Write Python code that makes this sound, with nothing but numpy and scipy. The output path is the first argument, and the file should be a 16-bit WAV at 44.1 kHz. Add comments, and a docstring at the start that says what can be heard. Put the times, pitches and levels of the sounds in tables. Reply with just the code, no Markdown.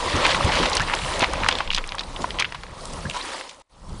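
"""Water churns as a prospector's pan is swirled in a muddy outdoor trough, throwing spray that falls back
in single plops. Air bubbles in the water ring as damped resonators; countless small splashes sum to noise.
Fine grit hisses and stones click in the pan, the pan is dunked with dull bumps, and a light wind rumbles
on the microphone. Near the end the whole sound fades away briefly and comes back."""
import sys
import numpy as np
from scipy import signal
from scipy.fft import rfft, irfft, next_fast_len
from scipy.io import wavfile
from scipy.ndimage import uniform_filter1d, map_coordinates

SR = 44100
rng = np.random.default_rng(int(sys.argv[2]) if len(sys.argv) > 2 else 0)


def transcribe(u):
    """Save the signal u as a 16-bit wav file named by the first command-line argument.

    u: samples, shape (n,) or (channels, n), limited to [-1, 1]; the rate is SR.
    q: integer samples, one column per channel.
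    """
    v = np.clip(np.atleast_2d(u).T, -1, 1)
    q = np.round(v * 32767).astype(np.int16)
    wavfile.write(sys.argv[1], SR, q)


N = 176400
BUBBLE_RISE = 0.15  # fraction by which a small bubble's pitch climbs during its life


def churn():
    """Bubble resonance: water rolling round the pan traps large air pockets that ring within its wash."""
    # strength of the churning (time [s], level [dB])
    envelope = [(0.0, -31.5), (0.18, -24.5), (0.43, -27.5), (0.66, -27.5), (0.87, -32.5), (1.19, -29),
                (1.28, -33.5), (1.46, -32.5), (1.6, -37), (1.74, -42.5), (2.18, -40.5), (2.35, -36),
                (2.51, -48), (2.74, -42), (3.0, -40.5), (3.38, -40.5), (3.56, -52), (3.8, -54), (3.95, -44),
                (4.0, -51)]
    # spectrum of the churning (frequency [Hz], level [dB])
    spectrum = [(60, -35), (150, -23.5), (240, -8), (430, -4), (530, 2.5), (720, -4), (1010, 0), (1300, -4),
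                (1650, -16), (3000, -38), (11000, -45)]
    swarm = bubbles(250.7, 1942, cycles=21, spread_db=2.5, count=1500, samples=1500)
    gurgle = unit(colour(swarm, spectrum))
    surge = amp(1.45 * wobble(30.13))
    wash = rush(spectrum, patchy_db=2.5)
    return level(envelope) * surge * (amp(-0.5) * wash + amp(-3) * gurgle)


def spray():
    """Incoherent summation: clumps of droplets and small bubbles merge into a dense, bright wash."""
    # strength of the thrown spray (time [s], level [dB])
    envelope = [(0.0, -34), (0.11, -28), (0.34, -24), (0.39, -31.5), (0.58, -25.5), (0.68, -30),
                (0.87, -35.5), (1.22, -33), (1.3, -36), (1.5, -33.5), (1.61, -35), (1.74, -54), (1.85, -44),
                (1.96, -48), (2.39, -43), (2.58, -48.5), (2.83, -49.5), (3.11, -44.5), (3.28, -35.5),
                (3.39, -39.5), (3.58, -57.5), (3.79, -63), (3.94, -55.5), (4.0, -58)]
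    # spectrum of the spray (frequency [Hz], level [dB])
    spectrum = [(300, -32), (900, -12.5), (1400, -4.5), (1650, -1.5), (1950, 0.5), (2500, -3.5), (4100, -3),
                (4800, -4.5), (7000, -10.5), (11000, -21)]
    swarm = bubbles(940, 8560, cycles=7.6, spread_db=3.5, count=9000, samples=320)
    grains = unit(colour(swarm, spectrum))
    clumps = amp(1.1 * wobble(55))
    wash = rush(spectrum, patchy_db=2.7)
    return level(envelope) * clumps * (amp(-0.5) * wash + grains)


def drops():
    """Impact and air entrainment: a drop snaps and splats, then its air pocket rings amid faint spatter."""
    # drops and slaps (time [s], level [dB], pitch [Hz], bandwidth [octaves], decay time [s])
    impacts = [(0.2483, -16.5, 2060, 0.79, 0.0055), (0.265, -17.5, 2940, 0.9, 0.0018),
               (0.346, -14.5, 1960, 0.52, 0.0055), (0.408, -15.5, 1104, 0.29, 0.0024),
               (0.572, -16, 2300, 0.57, 0.0027), (0.6308, -19, 1040, 0.57, 0.0066),
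               (0.633, -21, 1830, 1.3, 0.0059), (0.656, -16.5, 1240, 1.1, 0.0076),
               (0.731, -16, 4600, 0.37, 0.006), (0.755, -16, 3450, 0.94, 0.0017),
               (0.769, -8, 4700, 0.65, 0.0023), (0.773, -20.5, 3400, 1.3, 0.003),
               (0.7972, -12.5, 1660, 0.96, 0.0013), (0.8032, -18, 1590, 0.59, 0.0029),
               (0.824, -19.5, 1670, 0.38, 0.00084), (0.936, -16, 1740, 0.88, 0.0073),
               (1.2068, -16, 1980, 0.86, 0.0069), (1.227, -16.5, 950, 0.9, 0.0089),
               (1.238, -10, 2800, 0.61, 0.0013), (1.2436, -9, 2320, 0.5, 0.0014),
               (1.335, -23, 1263, 0.67, 0.0057), (1.4343, -17, 2070, 0.47, 0.0027),
               (1.445, -16.5, 1210, 1.2, 0.0022), (1.4628, -15.5, 1023, 0.83, 0.0029),
               (1.4871, -6, 1950, 1.04, 0.0041), (1.513, -11.5, 2530, 0.4, 0.00099),
               (1.525, -14.5, 2580, 0.67, 0.003), (1.553, -18, 3630, 0.47, 0.0023),
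               (1.586, -16.5, 3480, 0.67, 0.0023), (1.6049, -16.5, 1415, 0.77, 0.0051),
               (1.676, -21, 2550, 0.41, 0.0021), (1.7039, -11.5, 2940, 0.21, 0.0021),
               (1.7143, -13.5, 2860, 0.77, 0.00053), (1.733, -17, 3000, 0.37, 0.0033),
               (1.747, -11, 4070, 0.58, 0.0037), (1.762, -16, 3540, 0.34, 0.0018),
               (1.7769, -13.5, 1670, 0.63, 0.0012), (1.782, -12.5, 2150, 0.71, 0.0022),
               (1.8406, -24.5, 2710, 0.48, 0.0016), (1.891, -21.5, 3500, 0.41, 0.0019),
               (1.921, -19, 1880, 0.66, 0.0019), (1.946, -27, 1000, 0.62, 0.006),
               (2.035, -29.5, 3900, 0.4, 0.0032), (1.983, -24.5, 3240, 0.7, 0.0046),
               (1.993, -16.5, 3690, 0.3, 0.0046), (2.008, -23.5, 2540, 0.98, 0.0045),
               (2.162, -26.5, 3090, 0.26, 0.0052), (2.243, -16.5, 930, 0.59, 0.0031),
               (2.306, -20.5, 2800, 0.41, 0.0026), (2.3873, -17.5, 2530, 0.42, 0.002),
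               (2.395, -17, 2560, 0.65, 0.00148), (2.3985, -12.5, 3160, 0.9, 0.0052),
               (2.4013, -25, 2500, 0.37, 0.002), (2.412, -23, 1340, 0.7, 0.0021),
               (2.423, -14.5, 2300, 0.6, 0.0035), (2.4453, -16, 2230, 0.35, 0.0021),
               (2.451, -20, 2290, 0.41, 0.0041), (2.523, -23.5, 1500, 1.07, 0.0026),
               (2.546, -27.5, 1710, 0.68, 0.011), (2.634, -29.5, 1470, 1.2, 0.0053),
               (3.0985, -24, 2690, 0.4, 0.0032), (3.111, -25.5, 2400, 0.56, 0.0039),
               (3.411, -26, 2200, 0.46, 0.0025)]
    # tone colour of the drops (frequency [Hz], gain [dB])
    spectrum = [(100, -12.5), (500, -3.5), (1000, 2.5), (1600, -1), (2500, -1.5), (5000, -1.5),
                (7000, -5.0), (11000, -7)]
    attack_s, snap_s, hollow_cycles = 0.00008, 0.00021, 47
    out, t = np.zeros(N), np.arange(SR // 10) / SR
    for start, db, hz, octaves, decay_s in impacts:
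        purity = np.exp(-octaves ** 2)  # narrow-band drops ring most clearly
        splat = amp(2) * burst(len(t), hz, octaves)
        ring = amp(-1) * purity * np.sin(2 * np.pi * hz * t)
        plop = (splat + ring) * np.exp(-(t / decay_s) ** 1.36)
        spatter = amp(-10.5) * band(rng.standard_normal(len(t)), hz, 0.46) * decay(t, t60=0.06)
        hollow = amp(-15) * purity * bubble(t, hz, hollow_cycles / hz, BUBBLE_RISE)
        u = t / snap_s - 2
        snap = amp(1.5) * octaves * (1 - 2 * u ** 2) * np.exp(-u ** 2)  # the first pressure pulse
        add(out, start, amp(db) * (plop + snap + hollow + spatter) * attack(t, attack_s))
    return colour(out, spectrum)


def gushes():
    """Sheet break-up: water swells over the rim and splits into a dense, clumped patter; a scrape of the pan
    near 2.2 s is made the same way."""
    # spills over the rim, and one scrape of the pan at 2.204 s (time [s], duration [s], level [dB], centre
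    # frequency [Hz])
    spills = [(0.238, 0.036, -17, 2000), (0.29, 0.038, -25, 2720), (0.518, 0.19, -24, 3100),
              (0.716, 0.076, -32, 5030), (1.219, 0.015, -14, 2440), (1.725, 0.073, -28, 3460),
              (2.204, 0.062, -35, 3970), (2.386, 0.051, -26.5, 2600), (3.134, 0.068, -32, 4000),
              (3.141, 0.041, -30, 1000), (0.884, 0.074, -25.5, 1500), (3.19, 0.032, -32.5, 1790),
              (3.325, 0.041, -34, 780), (3.488, .03, -35.5, 4000)]
    out = np.zeros(N)
    for start, duration, db, hz in spills:
        noise, flutter = rng.standard_normal((2, SR // 4))
        clumps = amp(5.6 * unit(uniform_filter1d(flutter, size=90)))
        patter = band(noise * clumps, hz, octaves=0.54)
        progress = np.minimum(np.arange(len(noise)) / SR / duration, 1)
        swell = np.sqrt(np.abs(np.sin(np.pi * progress ** 0.59)))
        add(out, start, amp(db) * patter * swell)
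    return out


def glugs():
    """Bubble pinch-off: air breaks free with a splash and rings, rising in pitch near the surface."""
    # larger, clearly ringing bubbles (time [s], level [dB], starting pitch [Hz], t60 [s])
    pockets = [(0.409, -19, 1060, 0.017), (0.8091, -12, 1630, 0.054), (2.242, -18.5, 900, 0.017),
               (3.053, -20, 1550, 0.051), (3.16, -24.5, 948, 0.17), (3.212, -19.5, 3820, .025)]
    jitter_rad = 0.49
    out, t = np.zeros(N), np.arange(SR // 6) / SR
    for start, db, hz, t60 in pockets:
        jitter_s = jitter_rad * wobble(500)[:len(t)] / (2 * np.pi * hz)
        ring = bubble(t + jitter_s, hz, t60, rise=0.5)
        splash = amp(-15.5) * burst(len(t), hz, octaves=0.59) * decay(t, t60 / 2)
        add(out, start, amp(db) * (ring + splash) * attack(t, 0.00055))
    return out


def crackle():
    """Shot noise: separate droplets pop at random above the wash while the pan is shaken hardest."""
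    # strength of the popping (time [s], level [dB])
    envelope = [(0.0, -57), (0.4, -31), (0.57, -36.5), (0.78, -29), (0.87, -39), (1.15, -33.5), (1.3, -45),
                (1.52, -38.5), (1.85, -70)]
    pops = bubbles(1400, 6500, cycles=11, spread_db=4.5, count=1100, samples=400)
    return level(envelope) * unit(colour(pops, [(1000, -5), (3000, 4), (5000, -7.5), (8000, -11.5)]))


def grit():
    """Friction noise: fine sand hisses over the pan, with ticks from coarser grains."""
    # strength of the hiss (time [s], level [dB])
    envelope = [(0.0, -44.5), (0.33, -45.5), (0.65, -47), (0.8, -51), (1.11, -41), (1.25, -51),
                (1.53, -56.5), (1.95, -59), (2.26, -51.5), (2.46, -60.5), (2.72, -62), (2.81, -50.5),
                (2.95, -49.5), (3.05, -51.5), (3.27, -47.5), (3.36, -45.5), (3.58, -63.5), (3.8, -65),
                (3.94, -57), (4.0, -55)]
    # spectrum of the hiss (frequency [Hz], level [dB])
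    spectrum = [(500, -35.5), (1800, -11.5), (4000, 4.5), (6500, 1.5), (8000, 2.5), (9400, 4), (10500, 1),
                (11200, -10)]
    ticks = bubbles(4500, 10500, cycles=16, spread_db=4, count=700, samples=250)
    hiss = rush(spectrum, patchy_db=3.0)
    return level(envelope) * (amp(10) * hiss + amp(4) * ticks)


def stones():
    """Hard impact: small stones touch the pan so briefly that their clicks lie high in the treble."""
    # stone strikes (time [s], level [dB])
    strikes = [(0.2643, -22), (0.445, -21), (0.6966, -19.5), (0.751, -14), (0.817, -22.5), (0.949, -20),
               (1.193, -18.5), (1.3333, -21.5), (1.485, -16), (1.874, -29), (1.9506, -30), (2.3973, -25.5),
               (2.8538, -26), (2.934, -29.5), (3.0962, -24.5)]
    out, t = np.zeros(N), np.arange(SR // 20) / SR
    contact = np.exp(-(t / 0.0022) ** 2)
    envelope = (contact + amp(-8.5) * decay(t, t60=0.013)) * attack(t, 0.00016)
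    for start, db in strikes:
        add(out, start + 0.0011, amp(db + 2.5) * burst(len(t), hz=7650, octaves=0.66) * envelope)
    return out


def bumps():
    """Soft impact: the pan pushes into the water, and the gradual force gives a low thud."""
    # dunks of the pan (time [s], level [dB], centre frequency [Hz], t60 [s])
    dunks = [(0.139, -22, 103, 0.27), (.445, -15, 118, 0.076), (0.594, -22, 307, 0.33),
             (0.796, -28.5, 99, 0.15), (1.019, -32, 66.6, 0.15), (1.219, -19.5, 326, 0.056),
             (2.189, -30.5, 280, 0.24), (3.05, -26.5, 96.7, 0.18), (3.914, -33, 94, 0.24)]
    out, t = np.zeros(N), np.arange(SR // 3) / SR
    for start, db, hz, t60 in dunks:
        envelope = attack(t, 0.0031) * decay(t, t60)
        add(out, start, amp(db) * burst(len(t), hz, octaves=0.81) * envelope / envelope.max())
    return out


def wind():
    """Turbulence: uneven air pressure on the microphone makes a low rumble and one slow buffet."""
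    # strength of the rumble (time [s], level [dB])
    envelope = [(0.0, -37), (0.14, -37.5), (0.28, -34), (0.55, -30), (0.8, -36), (1.3, -35), (1.45, -32),
                (1.6, -42.5), (1.98, -46), (2.24, -36), (2.54, -43.5), (2.77, -45.5), (2.94, -35),
                (3.01, -37.5), (3.11, -44.5), (3.55, -67), (3.78, -52), (3.92, -37), (4.0, -41)]
    # spectrum of the rumble (frequency [Hz], level [dB])
    spectrum = [(10, -28), (27, 3), (45, -5), (70, -3), (110, -10), (180, -8), (280, -18), (450, -29.5),
                (1500, -47)]
    buffet_start_s, buffet_length_s = 1.61, 0.33
    rumble = level(envelope) * amp(0.5 + 1.3 * wobble(15)) * rush(spectrum, patchy_db=1)
    swell = np.sin(np.pi * np.clip((np.arange(N) / SR - buffet_start_s) / buffet_length_s, 0, 1))
    return rumble + amp(-31.5) * swell * burst(N, hz=17, octaves=0.3)


def bubble(t, hz, t60, rise):
    """Damped oscillator whose pitch climbs by the fraction rise as it dies away."""
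    phase = 2 * np.pi * hz * t * (1 + rise * np.minimum(t / t60, 1) / 2)
    return np.sin(phase) * decay(t, t60)


def bubbles(low_hz, high_hz, cycles, spread_db, count, samples):
    """Superposition of damped rings of random onset, pitch and strength, at rms 1."""
    onset, pitch, strength, life, polarity = rng.random((count, 5)).T[:, :, None]
    t = np.arange(samples) / SR
    hz = low_hz * (high_hz / low_hz) ** pitch
    t60 = cycles * (0.5 + life) / hz
    gain = amp(-spread_db * np.log(1 - 0.98 * strength)) * np.sign(polarity - 0.5)  # a few are loud
    rings = gain * np.sqrt(hz) * bubble(t, hz, t60, BUBBLE_RISE) * attack(t, 0.5 / hz)
    positions = (onset * N).astype(int) + np.arange(samples)
    return unit(np.bincount(positions.ravel(), rings.ravel(), N)[:N])


def rush(spectrum, patchy_db):
    """Coloured noise, modulated in random patches of time and frequency, at rms 1."""
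    cells = signal.stft(rng.standard_normal(N), nperseg=512)[2]
    patches = uniform_filter1d(rng.standard_normal(cells.shape), size=6, axis=0)
    patches = uniform_filter1d(patches, size=4, axis=1)
    noise = signal.istft(cells * amp(patchy_db * unit(patches)), nperseg=512)[1][:N]
    return unit(colour(noise, spectrum))


def burst(samples, hz, octaves):
    """Band noise evened out by keeping only its instantaneous phase, at rms 1."""
    octaves = max(octaves, 0.2)
    phase = np.angle(signal.hilbert(band(rng.standard_normal(samples), hz, octaves)))
    return band(np.cos(phase), hz, 1.84 * octaves)


def band(x, hz, octaves):
    """Gaussian band-pass around hz on a log frequency axis, at rms 1."""
    return unit(filtered(x, lambda f: np.exp(-(np.log2((f + 1) / hz) / (2 * octaves)) ** 2)))


def colour(x, spectrum):
    """Spectral shaping by (frequency [Hz], gain [dB]) points on a log axis."""
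    f, db = np.transpose(spectrum)
    return filtered(x, lambda hz: amp(np.interp(np.log(hz + 1), np.log(f + 1), db)))


def filtered(x, response):
    """Linear filtering: the spectrum of x times a frequency response."""
    size = next_fast_len(len(x) + 4096)
    return irfft(rfft(x, size) * response(np.fft.rfftfreq(size, 1 / SR)), size)[:len(x)]


def wobble(rate):
    """Smooth random modulation with rate knots a second."""
    return map_coordinates(rng.standard_normal(4000), [np.arange(N) * rate / SR], mode="wrap")


def level(envelope):
    """Gain per sample from (time [s], level [dB]) points."""
    return amp(np.interp(np.arange(N) / SR, *np.transpose(envelope)))


def attack(t, tau_s):
    """Exponential rise towards 1."""
    return 1 - np.exp(-t / tau_s)


def decay(t, t60):
    """Exponential fall of 60 dB in t60 seconds."""
    return np.exp(-np.log(1000) * t / t60)


def amp(db):
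    """Decibels to gain."""
    return 10 ** (np.asarray(db) / 20)


def unit(x):
    """Scale to rms 1."""
    return x / np.sqrt(np.mean(x ** 2) + 1e-20)


def add(out, start_s, x):
    """Mix x into out from start_s on."""
    i = int(np.clip(round(start_s * SR), 0, N - 1))
    out[i:i + len(x)] += x[:N - i]


def scene():
    """Superposition: the pressures of all the sources add in one channel."""
    return (churn() + spray() + crackle() + grit() + drops() + stones() + glugs() + gushes()
            + bumps() + wind())[None]


def record(dry):
    """Gain, filtering and saturation: the level dips briefly, peaks are rounded, the top treble is cut."""
    # microphone response (frequency [Hz], gain [dB])
    response = [(20, 3.5), (500, -2), (1000, 1.5), (1600, -3), (3000, -1), (6000, -5.5), (10200, -7),
                (10700, -17.5), (11200, -43)]
    dip_start_s, dip_end_s, recovery_s, top_hz = 3.622, 3.695, 0.037, 11300
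    t = np.arange(N) / SR
    recovery_db = -14 * np.exp(-np.abs(t - dip_end_s) / recovery_s)
    dip_db = np.where(t < dip_end_s, -25 * (t > dip_start_s), recovery_db)
    heard = colour(dry[0] * amp(uniform_filter1d(dip_db, size=200)), response)
    rounded = heard / (1 + (heard / 0.9) ** 6) ** (1 / 6)
    return filtered(rounded, lambda hz: hz < top_hz)[None]


dry = scene()
out = record(dry)
transcribe(out)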